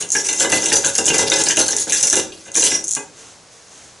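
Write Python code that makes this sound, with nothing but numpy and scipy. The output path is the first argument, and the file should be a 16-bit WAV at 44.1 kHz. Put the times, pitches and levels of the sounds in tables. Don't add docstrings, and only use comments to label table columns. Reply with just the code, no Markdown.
import sys
import numpy as np
from scipy import signal
from scipy.fft import rfft, irfft
from scipy.io import wavfile
from scipy.ndimage import uniform_filter1d, minimum_filter1d

SR = 44100
rng = np.random.default_rng(int(sys.argv[2]) if len(sys.argv) > 2 else 0)


def int16_out(signal):
    q = np.round(np.clip(np.atleast_2d(signal).T, -1, 1) * 32767)
    wavfile.write(sys.argv[1], SR, q.astype(np.int16))


N = 176400
TIME_S = np.arange(N) / SR
TOP_HZ = 11000

# start_s, level_db, chatter_decay_s
SNAPS = [(0.023, -17, .002), (0.089, -18, 0.0025), (.1030, -8.5, 0.00077), (0.1184, 1, 0.0091),
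         (0.2857, -7, 0.0038), (0.3281, -8.5, .002), (.449, -26, 0.0045), (0.5193, -1.5, 0.02),
         (0.621, -10, .004), (.6575, -4, 0.0073), (.683, -12, 0.0017), (0.72, -12, 0.0017),
         (0.7256, -7, .003), (0.7553, -2, 0.0026), (0.8466, 0, 0.0078), (0.862, -3, 0.0061),
         (0.869, -5.5, .001), (.9517, -3.5, 0.0017), (0.9808, -1.5, 0.0062), (1.056, 1, 0.0008),
         (1.082, -9, .004), (1.137, -22, .003), (1.1812, 3, 0.0058), (1.2992, 0, 0.0011),
         (1.318, -20, .003), (1.437, -1, 0.0035), (1.4851, 2.5, 0.0047), (1.508, -6.5, .006),
         (1.560, -10.5, 0.0011), (1.5692, -0.5, 0.011), (1.587, -8, 0.0037), (1.6805, -2, 0.002),
         (1.707, -5, 0.0043), (1.765, -2.5, 0.0052), (1.7836, -9.5, .003), (1.8951, -16, .001),
         (1.9222, 6, 0.0068), (2.0276, 0, 0.0033), (2.032, -2.5, 0.0047), (2.07, -2, 0.0027),
         (2.0988, 3, 0.0035), (2.1272, 1, 0.0051), (2.155, 2, 0.0018), (2.166, -4.5, 0.0077),
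         (2.5166, -20.5, 0.0025), (2.5531, 0.5, 0.0046), (2.562, 7.5, 0.0012), (2.587, -14, .004),
         (2.595, 1, 0.0079), (2.611, -7.5, 0.0059), (2.621, 4, .002), (2.6377, 3, 0.018),
         (2.8407, -10.5, 0.009), (2.871, -16, 0.00062), (2.8798, -8.5, 0.0053), (2.8908, -10.5, 0.0012),
         (2.909, -7.5, 0.00073), (2.9145, -9, 0.0012), (2.925, -12, 0.0011), (2.9345, -8, .001),
         (2.9496, -6.5, 0.0011)]
# freq_hz, density_db
WIRE_SPECTRUM = [(300, -54), (3000, -26.5), (4900, -19.5), (5600, -5.5), (6050, 0.5), (6500, -0.5),
                 (7000, -1.5), (7500, -1.5), (8200, -7.5), (9500, -7), (11000, -13.5), (13000, -44.5)]


def undb(db):
    return 10 ** (np.asarray(db) / 20)


def unit_rms(x):
    return x / np.sqrt(np.mean(x ** 2) + 1e-20)


def unit_energy(x):
    return x / np.sqrt(np.sum(x ** 2) + 1e-20)


def add(out, start_s, x):
    i = int(np.clip(start_s * SR, 0, N - 1))
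    out[i:i + len(x)] += x[:N - i]


def through(x, response):
    return signal.fftconvolve(x, response)[:N]


def colour(spectrum, size=4096):
    hz, db = np.array(spectrum).T
    bins_hz = np.maximum(np.fft.rfftfreq(size, 1 / SR), 1)
    gain = undb(np.interp(np.log(bins_hz), np.log(hz), db))
    cepstrum = irfft(np.log(gain))
    cepstrum[1:size // 2] *= 2
    cepstrum[size // 2 + 1:] = 0
    return unit_energy(irfft(np.exp(rfft(cepstrum))))


def band(x, hz, width_hz):
    return signal.lfilter(*signal.iirpeak(hz, hz / width_hz, fs=SR), x)


def modes(table, spread_db=0, fade_t60_s=0.28):
    t, ring = np.arange(SR // 2) / SR, 0
    for hz, db, t60_s in table:
        polarity, weight = rng.standard_normal(2)
        envelope = undb(db + spread_db * weight - 60 * t / t60_s) / np.sqrt(t60_s)
        ring += np.sign(polarity) * envelope * np.sin(2 * np.pi * hz * t)
    return unit_energy(ring * undb(-60 * t / fade_t60_s))


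def walk(per_s):
    return np.interp(TIME_S * per_s, np.arange(N), rng.standard_normal(N))


def clicks(per_s, spread_db):
    size = undb(spread_db * np.minimum(rng.exponential(size=N), 4))
    hits = rng.random(N) < per_s / SR
    return unit_rms(hits * size * rng.choice([-1, 1], N))


def chatter(decay_s, size=4096):
    return unit_energy(rng.standard_normal(size) * np.exp(-np.arange(size) / SR / decay_s))


def room_tone(level_db=-46.5, side_db=-11.5):
    # freq_hz, density_db
    spectrum = [(25, -32), (60, 3.5), (170, 5), (240, -1.5), (500, 4.5), (1100, -1), (3000, -5.5),
                (6300, -1.5), (11000, -12)]
    mid, side = (through(rng.standard_normal(N), colour(spectrum)) for _ in range(2))
    return undb(level_db) * (mid + undb(side_db) * np.array([side, -side]))


def bathroom(direct, send, gap_s=0.00398, pan_db=0.37, bands=12):
    # freq_hz, t60_s, wet_db, side_re_wet_db
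    reverb = [(120, 0.92, -0.5, -7), (520, 0.37, 1, -10), (1950, 0.29, -2, -12), (6000, 0.34, -6, -13.5),
              (10400, 0.23, -3.5, -7.5)]
    hz, *columns = np.array(reverb).T
    t = np.arange(SR) / SR
    log_hz = np.log(np.maximum(np.arange(SR // 2 + 1), 1))
    centres = np.linspace(np.log(hz[0]), np.log(hz[-1]), bands)
    noise, tails = rfft(rng.standard_normal((2, SR))), 0
    for centre, pick in zip(centres, np.eye(bands)):
        t60_s, wet_db, side_db = (np.interp(centre, np.log(hz), column) for column in columns)
        envelope = unit_energy(undb(-60 * t / t60_s) * (t > gap_s))
        noise_band = irfft(noise * np.interp(log_hz, centres, pick))
        tails += undb([[wet_db], [wet_db + side_db]]) * envelope * noise_band
    mid, side = (through(send, tail) for tail in tails)
    return direct * undb([[pan_db / 2], [-pan_db / 2]]) + mid + np.array([side, -side])


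def sleeve(flutter_db=1):
    # time_s, level_db
    movement = [(3.05, -75), (3.14, -51), (3.19, -40.5), (3.29, -44.5), (3.34, -49), (3.49, -72),
                (3.52, -47.5), (3.64, -52), (3.76, -43.5), (3.86, -44.5), (4.0, -57)]
    # freq_hz, density_db
    cloth = [(100, -8), (400, -3), (1100, -4), (2800, -4), (5000, -5.5), (6300, 5), (7500, -1), (9000, -6),
             (11000, -9)]
    level_db = np.interp(TIME_S, *np.array(movement).T) + flutter_db * walk(per_s=40)
    return undb(level_db) * through(clicks(per_s=9000, spread_db=2), colour(cloth))


def strokes(attack_s=0.012, release_s=0.0059):
    # start_s, end_s, ring_db, rasp_db, rattle_db
    jabs = [(0.0, 0.022, -17, -19, -34), (0.12, 0.215, -16, -27, -36.5), (0.236, 0.333, -16, -29, -36),
            (0.316, 0.415, -20, -32, -39), (.39, 0.435, -14, -15.5, -28), (0.489, 0.581, -20.5, -21, -25.5),
            (0.597, 0.71, -15.5, -23, -30.5), (0.713, 0.772, -10, -20, -23),
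            (0.798, 0.853, -23.5, -43, -53), (0.826, 0.895, -23, -19.5, -28), (0.932, 0.995, -14, -20, -39),
            (1.039, 1.094, -7, -19.5, -27.5), (1.126, 1.229, -14, -21.5, -24),
            (1.254, 1.339, -24, -19.5, -29), (1.35, 1.42, -12.5, -22, -26.5),
            (1.452, 1.519, -18, -18.5, -29.5), (1.561, 1.618, -10, -16, -23.5),
            (1.657, 1.73, -35, -19, -41), (1.743, 1.825, -18, -22, -48), (1.868, 1.922, -30, -21, -33),
            (1.934, 2.044, -21, -24.5, -38), (2.002, 2.106, -11.5, -23, -37),
            (2.116, 2.197, -21.5, -22, -25), (2.314, 2.44, -47, -44, -55.5),
            (2.447, 2.483, -31.5, -59, -43), (2.536, 2.686, -24, -16, -33), (2.696, 2.765, -15, -34, -29),
            (2.787, 2.862, -33, -52, -55), (2.888, 2.964, -19.5, -33, -60)]
    power = 0
    for start_s, end_s, *levels_db in jabs:
        attack = np.clip((TIME_S - start_s) / attack_s, 0, 1)
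        release = np.exp(-np.maximum(TIME_S - end_s, 0) / release_s)
        power += (undb(levels_db)[:, None] * attack * release) ** 2
    return np.sqrt(power)


def drain(rattle_gain, rattle_db=-3.5, hollow_db=-3.5, crack_db=-6.5, width_hz=2300):
    # start_s, clank_db, brightest_hz, thud_db
    knocks = [(.024, -16.5, 3640, -16), (.151, -3.5, 1700, -10), (.287, -9, 2970, -15),
              (.331, -18, 3480, -17), (0.405, -3, 1780, -4.5), (.447, -5, 1810, -5.5),
              (0.523, -0.5, 1960, -1.5), (0.658, -9.5, 3030, -24), (0.717, -6, 2440, -5.5),
              (.843, -5.5, 1700, -9.5), (.985, -8.5, 1800, -3.5), (1.079, -6, 2600, -11),
              (1.102, -3.5, 2600, -4.5), (1.142, -10, 1930, -5.5), (1.189, -9, 1900, -4),
              (1.226, -16.5, 1790, -6), (1.317, 1, 2100, -5), (1.399, -15.5, 2200, -13),
              (1.468, -11, 2680, -9), (1.503, -5, 2250, -11), (1.570, -4.5, 2600, -0.5),
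              (1.684, -13.5, 1950, -21), (1.731, -17, 2320, -12.5), (1.774, -21, 2780, -20),
              (1.869, -24, 1490, -12.5), (1.921, -2, 2500, -34), (2.030, -15, 3000, -12),
              (2.129, -7, 1670, -8.5), (2.168, -11, 3380, -15.5), (2.32, -23.5, 3350, -40),
              (2.481, -25.5, 1980, -23), (2.555, -7, 2000, -8), (2.622, -4, 2270, -8.5),
              (2.717, -10.5, 2600, -14.5), (2.966, -14, 1480, -13)]
    # freq_hz, level_db, t60_s
    fitting_modes = [(1508, -7.5, 0.043), (1627, 2.5, 0.027), (1709, 0, 0.096), (2024, 0, 0.17),
                     (2453, -3, 0.046), (2509, -10, 0.42), (2764, 1.5, 0.05), (2836, -5, 0.047),
                     (2926, -2.5, 0.24), (3120, -6, 0.083), (3460, -3, 0.027), (3635, 0.5, 0.027),
                     (3978, -3, 0.034), (4470, -10, 0.02)]
    # freq_hz, level_db, t60_s
    trap_modes = [(110.2, -13.5, 0.56), (167.2, -6.5, 0.28), (320, 1.5, 0.15), (380.6, 1, 0.32),
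                  (411, -2, 0.3), (450, -7, 0.042), (514, -6, 0.22), (562, 5.5, 0.33), (770, -2, 0.047),
                  (865, -3, 0.079), (980, -10, 0.045)]
    # freq_hz, density_db
    hollow_spectrum = [(30, -45), (60, -31), (95, -7.5), (190, -2.5), (260, -1.5), (400, 0), (560, -3.5),
                       (800, -8), (1200, -12.5), (1600, -5.5), (2200, -27.5), (5000, -54)]
    hollow, trap, fitting = colour(hollow_spectrum), modes(trap_modes), modes(fitting_modes)
    out = np.zeros(N)
    for body in (fitting, trap, undb(hollow_db) * hollow):
        out += undb(rattle_db) * through(rattle_gain * clicks(per_s=260, spread_db=2), body)
    for start_s, clank_db, hz, thud_db in knocks:
        crack = band(band(chatter(decay_s=0.0072), hz, width_hz), hz, width_hz)
        clank = through(crack, modes(fitting_modes, spread_db=6))
        thud, boom = (through(chatter(decay_s=0.021), body) for body in (trap, hollow))
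        clank_gain, thud_gain = undb(clank_db + 13), undb(thud_db + 10.5)
        add(out, start_s, clank_gain * unit_energy(clank))
        add(out, start_s, clank_gain * undb(crack_db) * unit_energy(crack))
        add(out, start_s, thud_gain * unit_energy(thud))
        add(out, start_s, thud_gain * undb(hollow_db) * unit_energy(boom))
    return out


def squeaks(pitch_jitter=0.035, flutter_db=5):
    # start_s, length_s, first_hz, last_hz, level_db
    locks = [(0.15, .045, 5690, 5650, -18.5), (2.726, 0.048, 5510, 5790, -17.5)]
    out = np.zeros(N)
    for start_s, length_s, first_hz, last_hz, db in locks:
        progress = np.clip((TIME_S - start_s) / length_s, 0, 1)
        hz = (first_hz + (last_hz - first_hz) * progress) * (1 + pitch_jitter * walk(per_s=900))
        swell = np.sqrt(np.abs(np.sin(np.pi * progress)))
        tone = np.sin(2 * np.pi * np.cumsum(hz) / SR)
        out += undb(db + flutter_db * walk(per_s=340)) * swell * tone
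    return out


def ring_hz(time_s):
    # time_s, pitch_hz
    glide = [(0.0, 6700), (.125, 6700), (.19, 5840), (.33, 6200), (.55, 6280), (.74, 6060), (.85, 6430),
             (1.07, 6440), (1.2, 5950), (1.42, 6385), (1.6, 6200), (1.8, 6720), (1.93, 6320), (2.15, 5980),
             (2.57, 6640), (2.66, 5800), (2.76, 5740), (2.9, 6850)]
    return np.interp(time_s, *np.array(glide).T)


def ticks(gain_db=14.5, ring_db=3.5, chatter_share=0.55, pitch_scatter=0.017):
    steel, out = colour(WIRE_SPECTRUM), np.zeros(N)
    for start_s, db, decay_s in SNAPS:
        push = np.sqrt(chatter_share) * chatter(decay_s)
        push[0] += np.sqrt(1 - chatter_share)
        tick = through(push, steel)
        hz = ring_hz(start_s) * np.exp(pitch_scatter * rng.standard_normal())
        ring = undb(ring_db) * band(tick, hz, width_hz=270)
        add(out, start_s, undb(db + gain_db) * unit_energy(tick + ring))
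    return out


def tings(per_s=100, decay_s=0.0066, pitch_scatter=0.112):
    t, out = np.arange(1024) / SR, np.zeros(N)
    slips = np.flatnonzero(rng.random(N) < per_s / SR)
    detune = np.exp(pitch_scatter * rng.standard_normal(N))
    for i in slips:
        hz = ring_hz(i / SR) * detune[i]
        add(out, i / SR, unit_energy(np.exp(-t / decay_s) * np.sin(2 * np.pi * hz * t)))
    return out


def zing(catches, half_width_hz=67):
    carrier = np.exp(2j * np.pi * np.cumsum(ring_hz(TIME_S)) / SR)
    lowpass = signal.butter(2, half_width_hz, fs=SR, output="sos")
    amplitude = signal.sosfilt(lowpass, catches / carrier)
    return unit_rms((amplitude * carrier).real)


def rasp(catches, shift_db=6.5, shifts_per_s=70, bands=16):
    # freq_hz, density_db
    rasp_spectrum = [(200, -27.5), (1200, -11), (2500, -3), (4000, 2.5), (5500, 6.5), (7500, 6.5),
                     (9000, 0), (11000, 3.5), (13000, -28.5)]
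    spectrum = rfft(through(catches, colour(rasp_spectrum)))
    bins_hz, centres_hz = np.fft.rfftfreq(N, 1 / SR), np.linspace(0, TOP_HZ, bands)
    out = np.zeros(N)
    for pick in np.eye(bands):
        gain = unit_rms(undb(shift_db * walk(shifts_per_s)))
        out += gain * irfft(spectrum * np.interp(bins_hz, centres_hz, pick), N)
    return out


def sticking(hold_s=0.014, dip_db=-8):
    db = np.zeros(N)
    for snap_s, _, _ in SNAPS:
        db[max(int((snap_s - hold_s) * SR), 0):int(snap_s * SR)] = dip_db
    return undb(uniform_filter1d(db, size=64))


def along_wire(x, travel_s=0.0042, reference_hz=6150):
    hz = np.fft.rfftfreq(2 * N, 1 / SR)
    slowness = np.sqrt(reference_hz / np.clip(hz, reference_hz / 2, TOP_HZ))
    delay_s = travel_s * (slowness - np.sqrt(reference_hz / TOP_HZ))
    phase = -2 * np.pi * np.cumsum(delay_s) * hz[1]
    return irfft(rfft(x, 2 * N) * np.exp(1j * phase))[:N]


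def wire(ring_gain, rasp_gain, grip_db=2.5):
    grip = unit_rms(undb(grip_db * walk(per_s=120)))
    ring_catches, dry_catches = (grip * clicks(per_s=3000, spread_db=2.5) for _ in range(2))
    scrape = through(ring_catches, colour(WIRE_SPECTRUM))
    ringing = undb(-9) * scrape + undb(-11) * zing(ring_catches) + undb(14) * tings()
    rubbing = ring_gain * ringing + rasp_gain * rasp(dry_catches)
    return along_wire(ticks() + sticking() * rubbing)


def scene(drain_send_db=-1.5):
    ring_gain, rasp_gain, rattle_gain = strokes()
    above = sleeve() + squeaks() + wire(ring_gain, rasp_gain)
    below = drain(rattle_gain)
    return room_tone() + bathroom(above + below, send=above + undb(drain_send_db) * below)


def record(dry):
    ceiling, window_s = 0.81, 0.0084
    size = int(window_s * SR)
    needed = np.minimum(1, ceiling / (np.abs(dry).max(axis=0) + 1e-9))
    gain = uniform_filter1d(minimum_filter1d(needed, size), size)
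    lowpass = signal.ellip(10, 0.2, 80, TOP_HZ, fs=SR, output="sos")
    return signal.sosfilt(lowpass, dry * gain)


dry = scene()
out = record(dry)
int16_out(out)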